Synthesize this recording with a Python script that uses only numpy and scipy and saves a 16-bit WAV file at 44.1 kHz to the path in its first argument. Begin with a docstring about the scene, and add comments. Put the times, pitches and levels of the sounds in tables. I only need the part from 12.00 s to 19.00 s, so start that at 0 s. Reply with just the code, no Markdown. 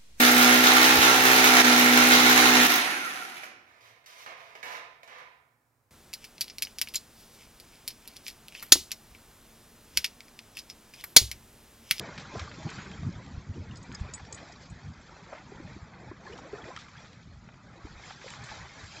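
"""A splashy plunge close by: two dogs wade in a shallow river. One surges past, the other trots out to
the bank, then the wading swells again. Legs churn the water and each stride shoves a swell over it;
paws slap the surface and pull in pockets of air that plop, and spray falls back as fine drops.
Metal collar tags jingle a few times while a light wind buffets the single microphone."""
import sys
import numpy as np
from scipy import signal
from scipy.fft import rfft, irfft
from scipy.io import wavfile
from scipy.ndimage import uniform_filter1d

SR = 44100
rng = np.random.default_rng(int(sys.argv[2]) if len(sys.argv) > 2 else 0)


def log_audio(samples):
    """Write samples as a 16-bit WAV file to the path given in sys.argv[1]."""
    # one column per channel
    frames = np.atleast_2d(samples).T
    # limit to full scale, then quantise
    limited = np.clip(frames, -1, 1)
    pcm = np.round(limited * 32767).astype(np.int16)
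    wavfile.write(sys.argv[1], SR, pcm)


N = 308700
T = np.arange(N) / SR


def gain_of(db):
    """Decibels to amplitude."""
    return 10 ** (np.asarray(db) / 20)


def unit_rms(x):
    """Scales to rms 1."""
    return x / np.sqrt(np.mean(x ** 2) + 1e-20)


def add(mix, s, sound):
    """Mixes a sound in at s seconds."""
    part = mix[max(round(s * SR), 0):][:len(sound)]
    part += sound[:len(part)]


def equalised(x, curve):
    """Shapes the tone with an EQ curve of (Hz, dB) points, to rms 1."""
    hz, db = np.transpose(curve)
    eq_db = np.interp(np.log(np.fft.rfftfreq(len(x), 1 / SR) + 1), np.log(hz), db)
    return unit_rms(irfft(rfft(x) * gain_of(eq_db), len(x)))


def pink_band(samples, hz, octaves):
    """Spectrum of a bell-shaped band around hz, on a pink slope."""
    freq = np.fft.rfftfreq(samples, 1 / SR) + 1
    return np.exp(-.5 * (np.log2(freq / hz) / octaves) ** 2) / np.sqrt(freq)


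def levelled(x, seconds):
    """Rides out level swings slower than the given time."""
    size = max(int(seconds * SR), 2)
    power = uniform_filter1d(uniform_filter1d(x ** 2, size), size)
    return x / np.sqrt(abs(power) + 1e-6)


def wander(first, second):
    """Random modulation at rms 1: noise smoothed over two lengths in samples."""
    return unit_rms(uniform_filter1d(uniform_filter1d(rng.standard_normal(N), first), second))


# Fader ride of the breeze: t/s, level/dB
BREEZE_RIDE = [(0.0, -55), (0.31, -52.5), (1.07, -47.5), (1.361, -50.5), (1.73, -49), (1.91, -48.5),
               (2.22, -54), (2.73, -54.5), (3.37, -58), (3.65, -48.5), (3.82, -54.5), (5.42, -55.5),
               (5.56, -54), (5.83, -57), (6.24, -57), (6.57, -57.5), (7.0, -56.5)]
# EQ of the wind pressure: f/Hz, relative level/dB
RUMBLE_EQ = [(15, -20.5), (32, -13), (55, -2.5), (80, -2), (130, -0.5), (175, -0.5), (240, -5.5),
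             (320, -14.5), (600, -29.5), (1500, -60.5)]


def wind(trim_db=2.0, lumps_db=3.0, crossover_hz=220, neutral_db=-51.5, brighten_db_per_db=0.61):
    """A bed of low rumble, louder and brighter as the breeze grows, made lumpy by small eddies."""
    strength_db = np.interp(T, *np.transpose(BREEZE_RIDE))
    lumps = gain_of(lumps_db * wander(1000, 600))
    rumble = levelled(equalised(rng.standard_normal(N), RUMBLE_EQ) * lumps, seconds=0.18)
    deep = signal.sosfiltfilt(signal.butter(3, crossover_hz, fs=SR, output="sos"), rumble)
    flutter = (rumble - deep) * gain_of(brighten_db_per_db * (strength_db - neutral_db))
    return gain_of(trim_db + strength_db) * (deep + flutter)


# Wind bumps on the microphone: t/s, level/dB, half length/s, flutter f/Hz
EDDY_BUMPS = [(0.014, -43, 0.025, 170), (.09, -43, 0.0089, 225), (0.192, -43.5, 0.012, 128),
              (0.371, -35, 0.0083, 125), (0.425, -34, 0.0086, 86), (0.663, -28, 0.007, 145),
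              (.79, -44, 0.0069, 225), (1, -37.5, 0.011, 85), (1.037, -36, 0.017, 111),
              (1.077, -29, 0.017, 148), (1.177, -37, 0.013, 89.5), (1.348, -36, 0.0057, 96),
              (1.381, -32.5, 0.004, 91), (1.502, -29, 0.011, 93.5), (1.577, -39.5, 0.014, 210),
              (1.602, -35, 0.015, 108), (1.698, -43, 0.024, 118), (1.9, -42, 0.0052, 225),
              (2.017, -28, 0.0058, 97), (2.051, -41, 0.018, 99), (2.133, -47.5, 0.019, 87),
              (2.237, -45.5, 0.015, 101), (2.722, -39.5, 0.013, 113), (2.88, -40, 0.032, 126),
              (3.769, -39, 0.0044, 176), (3.83, -41.5, 0.0087, 116), (4.087, -46.5, 0.029, 113),
              (5.348, -49, 0.056, 90), (5.85, -41, 0.0088, 72), (5.955, -49.5, 0.031, 65),
              (6.417, -45, 0.032, 116), (6.615, -47, 0.03, 100), (6.842, -46, 0.021, 101)]


def eddies():
    """Each strong eddy shakes the air in the microphone port for a few cycles."""
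    out, t = np.zeros(N), T[:8192] - T[4096]
    for s, db, half_s, hz in EDDY_BUMPS:
        band = pink_band(len(t), hz, octaves=0.6)
        flutter = levelled(irfft(rfft(rng.standard_normal(len(t))) * band), seconds=2 / hz)
        push = np.exp(-.5 * (t / half_s) ** 2)
        out += np.interp(T, s + t, gain_of(db) * flutter * push, left=0, right=0)
    return out


# Collar tag hits: t/s, clatter level/dB, favoured f/Hz, ring level/dB
TAG_HITS = [(1.757, -53.5, 5500, -64), (1.769, -53.5, 6000, -48), (1.827, -57, 7000, -51),
            (1.923, -56, 6200, -62), (1.9462, -46, 6600, -66), (1.9489, -44, 5400, -54),
            (1.997, -68, 7000, -52), (2.1364, -43, 6400, -31), (2.143, -55, 7400, -27),
            (2.3255, -40.5, 7500, -48), (2.344, -50, 7000, -35), (2.522, -54, 5800, -62),
            (2.698, -68, 7000, -47.5), (6.438, -55, 7000, -49), (6.464, -64, 7000, -51)]
# Choked modes of the tags pressed together: f/Hz, relative level/dB, t60/s
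CHOKED_MODES = [(4990, 3.5, 0.028), (5340, -3, 0.013), (6570, -1, 0.025), (7400, -3, 0.023)]
# Open modes of the tags swinging free: f/Hz, relative level/dB, t60/s
OPEN_MODES = [(7005, 0, .044), (7960, -10, .085)]


def collar_tags(contact_s=0.0027, contact_width_hz=1000, release_s=0.0028,
                click_db=9, click_s=.0004, click_hz=6900):
    """Metal discs meet with a click, chatter for a few milliseconds, then ring on freely."""
    out, t = np.zeros(N), T[:8192]
    click = gain_of(click_db) * np.exp(-t / click_s) * np.sin(2 * np.pi * click_hz * t)
    release = 1 - np.exp(-t / release_s)
    for s, clatter_db, favoured_hz, ring_db in TAG_HITS:
        contacts = rng.standard_normal(len(t)) * np.exp(-((t - contact_s) / contact_s) ** 2)
        clatter = np.zeros(len(t))
        for hz, db, t60 in CHOKED_MODES:
            mode = gain_of(-60 * t / t60) * np.sin(2 * np.pi * hz * t)
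            weight = gain_of(db) / (1 + ((hz - favoured_hz) / contact_width_hz) ** 2)
            clatter += weight * unit_rms(signal.fftconvolve(contacts, mode)[:len(t)])
        clatter /= np.std(clatter[:SR // 100])  # the first 10 ms set the level
        ring = sum(gain_of(db - 60 * t / t60) * np.sin(2 * np.pi * (hz * t + rng.random()))
                   for hz, db, t60 in OPEN_MODES)
        add(out, s, gain_of(clatter_db) * (click + clatter) + gain_of(ring_db) * ring * release)
    return out


# Fader rides of the stirred water: t/s, splash level/dB, spray level/dB, churn level/dB
WATER_RIDES = [(0.0, -52, -56.5, -59), (0.8, -54, -56.5, -52), (1.01, -55.5, -58.5, -58.5),
               (1.56, -59.5, -63.5, -59.5), (2.03, -54.5, -60, -61), (2.44, -59, -61.5, -55.5),
               (2.73, -59, -63.5, -60), (3.41, -56, -61.5, -56.5), (4.05, -61.5, -70, -63.5),
               (4.58, -54, -59.5, -54.5), (4.95, -54.5, -60.5, -61), (5.26, -63.5, -67, -64.5),
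               (5.75, -60, -68.5, -63.5), (6.28, -54, -58, -57), (6.43, -48.5, -62.5, -58.5),
               (6.68, -55.5, -59.5, -64), (7.0, -54, -49.5, -60.5)]


def stirring(s):
    """How hard the dogs keep the water stirred at s seconds: splash, spray and churn in dB."""
    times, *rides = np.transpose(WATER_RIDES)
    return [np.interp(s, times, db) for db in rides]


# Waves shoved by a leg or chest: t/s, splash level/dB, half length/s, depth/dB (more churn, less spray)
STRIDE_SWELLS = [(0.036, -50.5, 0.11, 6), (0.391, -48.5, 0.056, 0), (0.656, -52, 0.075, 3),
                 (0.762, -53, 0.034, -3.5), (1.277, -62.5, 0.075, 5), (1.567, -70.5, 0.024, 19.5),
                 (1.997, -58, 0.017, 1), (2.456, -59, 0.1, -2), (2.63, -63.5, 0.028, -9),
                 (3.58, -57, 0.027, 4), (3.72, -58, 0.087, 0.5), (4.046, -58, 0.13, 6.5),
                 (4.314, -54, 0.077, 2), (4.407, -55, 0.039, 6.5), (4.47, -60, 0.028, 10),
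                 (4.577, -58, 0.045, 8), (4.672, -51, 0.029, 4.5), (5.026, -62, 0.052, -5.5),
                 (5.775, -59, 0.085, 4), (5.9, -69, 0.049, -13), (6.078, -56.5, 0.058, -8),
                 (6.303, -55, 0.056, -8), (6.528, -52, 0.11, -4.5), (6.81, -55, 0.057, -2)]


def strides(lap_s=.05, lap_db=2, churn_trim_db=-2, spray_trim_db=-4, lead_s=0.0075, lag_s=0.0041):
    """Gains of churn, splash and spray: each stride swells over the randomly lapping water."""
    splash_db, spray_db, churn_db = stirring(T)
    ripples_db = lap_db * np.interp(T / lap_s, np.arange(1024), rng.standard_normal(1024))
    power = gain_of([churn_db + ripples_db, splash_db + ripples_db, spray_db]) ** 2
    for s, db, half_s, depth_db in STRIDE_SWELLS:
        peaks = [(s - lead_s, db + churn_trim_db + depth_db),  # the leg churns,
                 (s, db),  # the wave breaks,
                 (s + lag_s, db + spray_trim_db - depth_db)]  # the spray lands
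        near = abs(T - s) < 10 * half_s
        for layer, (peak_s, peak_db) in zip(power, peaks):
            layer[near] += gain_of(peak_db) ** 2 * np.exp(-((T[near] - peak_s) / half_s) ** 2)
    return np.sqrt(power)


def bubbles(low_hz, high_hz, per_s, cycles, rise, sizes):
    """A swarm of bubbles; each rings briefly and rises in pitch as it nears the surface."""
    out = np.zeros(N)
    for hz in np.geomspace(low_hz, high_hz, sizes):
        chance, place, strength = rng.random((4000, 3)).T
        strength_db = 3.5 * np.minimum(-np.log(strength), 4)
        sounding = chance < per_s * T[-1] / sizes / len(chance)
        births = np.zeros(N)
        births[(place * (N - 1)).astype(int)] = gain_of(strength_db) * sounding
        age = T[:int(2 * cycles / hz * SR) + 2] * hz / cycles  # 1 after `cycles` periods
        envelope = np.exp(-np.pi * age) * (1 - np.exp(-age * cycles))
        ring = envelope * np.sin(2 * np.pi * cycles * age * (1 + rise * age))
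        out += np.sqrt(hz) * unit_rms(signal.oaconvolve(births, ring)[:N])
    return unit_rms(out)


def in_hiss(swarm, bubble_share, patch_db, flicker_db):
    """Sinks bubbles into a watery hiss: flickering noise with a random, patchy warble."""
    real, imag, patches = rng.standard_normal((3, N // 256 + 5, 513))
    patches = unit_rms(uniform_filter1d(uniform_filter1d(patches, size=5, axis=0), size=5, axis=1))
    spectrogram = (real + 1j * imag) * gain_of(patch_db * patches)
    noise = signal.istft(spectrogram.T, nperseg=1024, noverlap=768)[1][:N]
    hiss = unit_rms(noise * gain_of(flicker_db * wander(400, 200)))
    return np.sqrt(bubble_share) * swarm + np.sqrt(1 - bubble_share) * hiss


# EQs of the water's low gurgle, mid splash and top fizz: f/Hz, relative level/dB
CHURN_EQ = [(120, -25), (250, 3.5), (380, 2.5), (600, 2.5), (850, 1), (1300, -21), (2600, -37)]
SPLASH_EQ = [(300, -19), (700, -3), (1000, 1.5), (1500, 1), (2100, -1.5), (2550, -4.5), (2900, -25.5),
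             (4500, -29), (8000, -49.5)]
SPRAY_EQ = [(1500, -6.5), (2600, -0.5), (3250, 1.5), (4200, 1.5), (5100, -0.5), (6000, -2.5), (7600, -5),
            (8000, -28)]


def wading(churn_db=-1.5, splash_db=0.03, spray_db=0.52, ticks_db=-11.5):
    """Big bubbles gurgle around the legs, small ones splash at the surface, and spray ticks down."""
    churn_gain, splash_gain, spray_gain = strides()
    big = bubbles(259.0, 1086, per_s=240, cycles=20.6, rise=0.039, sizes=24)
    churn = in_hiss(big, bubble_share=0.11, patch_db=4.4, flicker_db=0.94)
    small = bubbles(770.3, 2836, per_s=800, cycles=67.0, rise=0.024, sizes=40)
    splash = in_hiss(small, bubble_share=0.087, patch_db=4.35, flicker_db=0.52)
    # Droplets ring for so few cycles that they crackle rather than ping.
    droplets = bubbles(2800, 7800, per_s=3600, cycles=9, rise=0.033, sizes=36)
    spray = in_hiss(droplets, bubble_share=0.044, patch_db=4.36, flicker_db=1.0)
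    ticks = bubbles(1200, 5500, per_s=220, cycles=4, rise=.02, sizes=12)
    return (churn_gain * gain_of(churn_db) * equalised(churn, CHURN_EQ)
            + splash_gain * gain_of(splash_db) * equalised(splash, SPLASH_EQ)
            + spray_gain * (gain_of(spray_db) * equalised(spray, SPRAY_EQ) + gain_of(ticks_db) * ticks))


# Paws and falling sheets of water hit the surface: t/s, level/dB, decay/s, centre f/Hz
SLAP_HITS = [(.178, -36, 0.007, 2600), (0.194, -45, 0.024, 2950), (0.379, -41, 0.0017, 4000),
             (0.393, -36, 0.0072, 2740), (0.396, -50, 0.0029, 5000), (0.415, -40, .003, 1800),
             (0.514, -43.5, 0.0078, 1900), (0.631, -49, 0.0056, 3600), (0.691, -39.5, 0.006, 1900),
             (0.701, -41, 0.0054, 4450), (.712, -44, .018, 1800), (0.78, -43.5, 0.051, 1700),
             (0.868, -47, .004, 1780), (0.914, -45, 0.0058, 2600), (1.032, -46, 0.0028, 1300),
             (1.263, -51, .004, 3000), (1.917, -42.5, 0.0027, 1900), (1.996, -46, 0.005, 1500),
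             (2.056, -49, .002, 3500), (2.196, -48, 0.0086, 1470), (2.251, -48.5, 0.0035, 3300),
             (2.373, -48, 0.018, 2600), (3.166, -49, 0.0056, 1200), (3.263, -48, 0.0058, 1000),
             (3.322, -45.5, 0.025, 850), (3.332, -43.5, 0.006, 1150), (3.349, -49, 0.017, 1700),
             (3.383, -50, .004, 2000), (3.935, -51, .008, 1380), (4.114, -56, 0.0045, 970),
             (4.376, -50, 0.013, 3180), (4.387, -44, 0.0062, 1100), (4.466, -53, .004, 1500),
             (4.526, -51, 0.0038, 1810), (4.642, -49, 0.0026, 1800), (4.68, -46, 0.0055, 1400),
             (4.763, -37, 0.003, 3020), (4.7633, -39.5, 0.0035, 1300), (4.7743, -39.5, 0.003, 2800),
             (4.787, -48.5, 0.031, 3400), (4.884, -45.5, .003, 2200), (4.966, -49, 0.0048, 1810),
             (5.13, -52, 0.0053, 3000), (5.488, -47.5, 0.0067, 1120), (5.541, -53.5, .005, 1290),
             (5.996, -46, 0.0055, 1200), (6.027, -51, .004, 2200), (6.106, -38.5, 0.0059, 1550),
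             (6.213, -47.5, 0.016, 2000), (6.283, -44, 0.0051, 2400), (6.304, -38.5, 0.0023, 3570),
             (6.337, -41.5, .003, 1710), (6.486, -44.5, 0.02, 2090), (6.506, -42, 0.0028, 2400),
             (6.559, -47, 0.0065, 1700), (6.72, -55, 0.0025, 2210), (6.841, -46.5, 0.0032, 4600),
             (6.907, -49, 0.0024, 2400)]


def slaps(grain_db=13.5, crack_db=5):
    """A crack on the surface and a burst of droplets that thins out; longer slaps build more slowly."""
    out, t = np.zeros(N), T[:8192]
    for s, db, decay_s, hz in SLAP_HITS:
        noise, grain = rng.standard_normal((2, len(t)))
        droplets = noise * gain_of(grain_db * unit_rms(uniform_filter1d(grain, size=30)))
        band = pink_band(len(t), hz, octaves=0.82)
        burst = levelled(irfft(rfft(droplets) * band), seconds=0.0011)
        envelope = (1 - np.exp(-10 * t / decay_s)) * np.exp(-t / decay_s)
        crack = np.roll(irfft(band), SR // 1000)  # peaks 1 ms in
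        slap = burst * envelope / envelope.max() + gain_of(crack_db) * crack / crack.max()
        add(out, s, gain_of(db) * slap)
    return out


def drips(per_s=1.1, trim_db=-2.5, spread_db=1.5, low_hz=870, high_hz=2650, swell_s=0.0028):
    """Cues for plops(): stray drops fall at random, louder where the water is stirred harder."""
    count = 120
    chance, place, size, pitch, bend = rng.random((count, 5)).T
    s = place * T[-1]
    db = stirring(s)[0] + trim_db + spread_db * (2 * size - 1)
    hz = low_hz * (high_hz / low_hz) ** pitch
    octaves_per_s = 12 * bend
    cues = np.transpose([s, db, hz, np.full(count, swell_s), octaves_per_s])
    return list(cues[chance < per_s * T[-1] / count])


# Low plops under paws, high plinks under drops: t/s, level/dB, f/Hz, swell/s, bend/(octaves per s)
AIR_POCKETS = [(.024, -39, 435, 0.004, 5), (.084, -43.5, 947, 0.0074, 7), (.177, -40, 2415, 0.0026, 5),
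               (.206, -47, 770, .004, 6), (.251, -43.5, 1400, 0.0035, 5), (.335, -38, 296, 0.0072, 12),
               (.347, -36, 414, 0.0087, 22), (.353, -33.5, 660, 0.0042, 7), (.394, -37.5, 1270, .003, -4),
               (.474, -40.5, 1210, 0.0057, -5), (.583, -42, 310, 0.0041, 7), (.714, -43, 980, 0.0038, 6),
               (.783, -44.5, 1366, .004, 9), (.857, -44, 1547, .0064, 4), (.931, -48, 3200, 0.0061, 4),
               (.975, -47, 2240, 0.0038, 5), (1.540, -51, 2820, .003, 5), (1.71, -44, 2820, 0.0028, 6),
               (2.089, -42, 408, 0.0043, 2), (2.198, -48, 780, 0.0066, 11), (3.325, -35.5, 595, 0.004, 10),
               (3.331, -42, 1290, .0033, 8), (3.348, -40.5, 583, 0.0041, 10),
               (3.380, -48, 2180, 0.0028, -12), (3.516, -40.5, 390, 0.0066, 5),
               (3.596, -38, 292, 0.0073, 4), (3.674, -49, 1820, .0033, -6), (3.742, -50, 2300, .0033, 6),
               (4.112, -34.5, 361, 0.0048, 3), (4.113, -42, 1050, 0.0032, 6),
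               (4.263, -42, 1724, 0.0061, -1), (4.273, -44, 1160, 0.0038, -25),
               (4.294, -41.5, 404, 0.012, 11), (4.328, -45, 2940, .005, 1), (4.331, -45, 466, 0.0053, 4),
               (4.351, -46, 320, 0.0073, 9), (4.388, -44.5, 750, 0.0047, 12), (4.468, -51, 472, 0.013, -10),
               (4.528, -30.5, 399, 0.0084, 9), (4.558, -43, 494, 0.0029, 20),
               (4.582, -42.5, 1440, 0.005, -5), (4.618, -47.5, 3330, 0.0033, 8),
               (4.640, -40, 1930, 0.0024, 10), (4.681, -40.5, 483, 0.0078, 17),
               (4.701, -39.5, 717, 0.0044, 23), (4.708, -41.5, 1010, 0.008, 0),
               (4.763, -46, 3140, 0.0038, 4), (4.772, -37, 1235, 0.0027, 8), (4.953, -48, 1640, 0.0044, 15),
               (4.979, -47.5, 3280, 0.0025, 6), (5.848, -38, 309, 0.0054, 4), (6.036, -41.5, 2240, .003, 6),
               (6.108, -46, 860, 0.0038, 10), (6.242, -41, 510, 0.0033, 8), (6.260, -39.5, 480, 0.0047, 12),
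               (6.278, -41.5, 2120, 0.0023, 6), (6.511, -39.5, 845, 0.0085, -5),
               (6.811, -47, 1700, 0.0038, 8), (6.966, -41, 2470, 0.0029, 10)]


def plops(wobble_hz=50, sharpness=2.48, foam_db=-15, foam_width_hz=900):
    """Trapped air swells, throbs and bends in pitch as it changes shape; the torn water around foams."""
    out, t = np.zeros(N), T[:4096]
    wobble = unit_rms(uniform_filter1d(rng.standard_normal(N + len(t)), size=60))
    foam_filter = signal.butter(2, foam_width_hz, fs=SR, output="sos")
    foam = unit_rms(signal.sosfilt(foam_filter, rng.standard_normal(N + len(t))))
    for s, db, hz, swell_s, bend in list(AIR_POCKETS) + drips():
        span = round(s * SR) + np.arange(len(t))
        pitch_hz = hz * 2 ** (bend * (t - swell_s)) + wobble_hz * wobble[span]
        tone = np.sin(2 * np.pi * np.cumsum(pitch_hz) / SR)
        envelope = (t / swell_s * np.exp(1 - t / swell_s)) ** sharpness
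        roughness = 1 + gain_of(foam_db) * foam[span]
        add(out, s, gain_of(db) * envelope * roughness * tone)
    return out


def scene():
    """Open air without echo; one microphone feeds both channels."""
    mono = wading() + slaps() + plops() + wind() + eddies() + collar_tags()
    return np.array([mono, mono])


def record(dry, notch_hz=2850, notch_width_hz=170, notch_db=-4, high_cut_hz=8130):
    """The microphone has a narrow dip in the upper mids; a steep high cut follows."""
    hz = np.fft.rfftfreq(N, 1 / SR)
    notch = gain_of(notch_db * np.exp(-((hz - notch_hz) / notch_width_hz) ** 2))
    dipped = irfft(rfft(dry) * notch, N)
    high_cut = signal.firwin(601, high_cut_hz, window=("kaiser", 8), fs=SR)
    return signal.oaconvolve(dipped, high_cut[None], "same")


dry = scene()
out = record(dry)
log_audio(out)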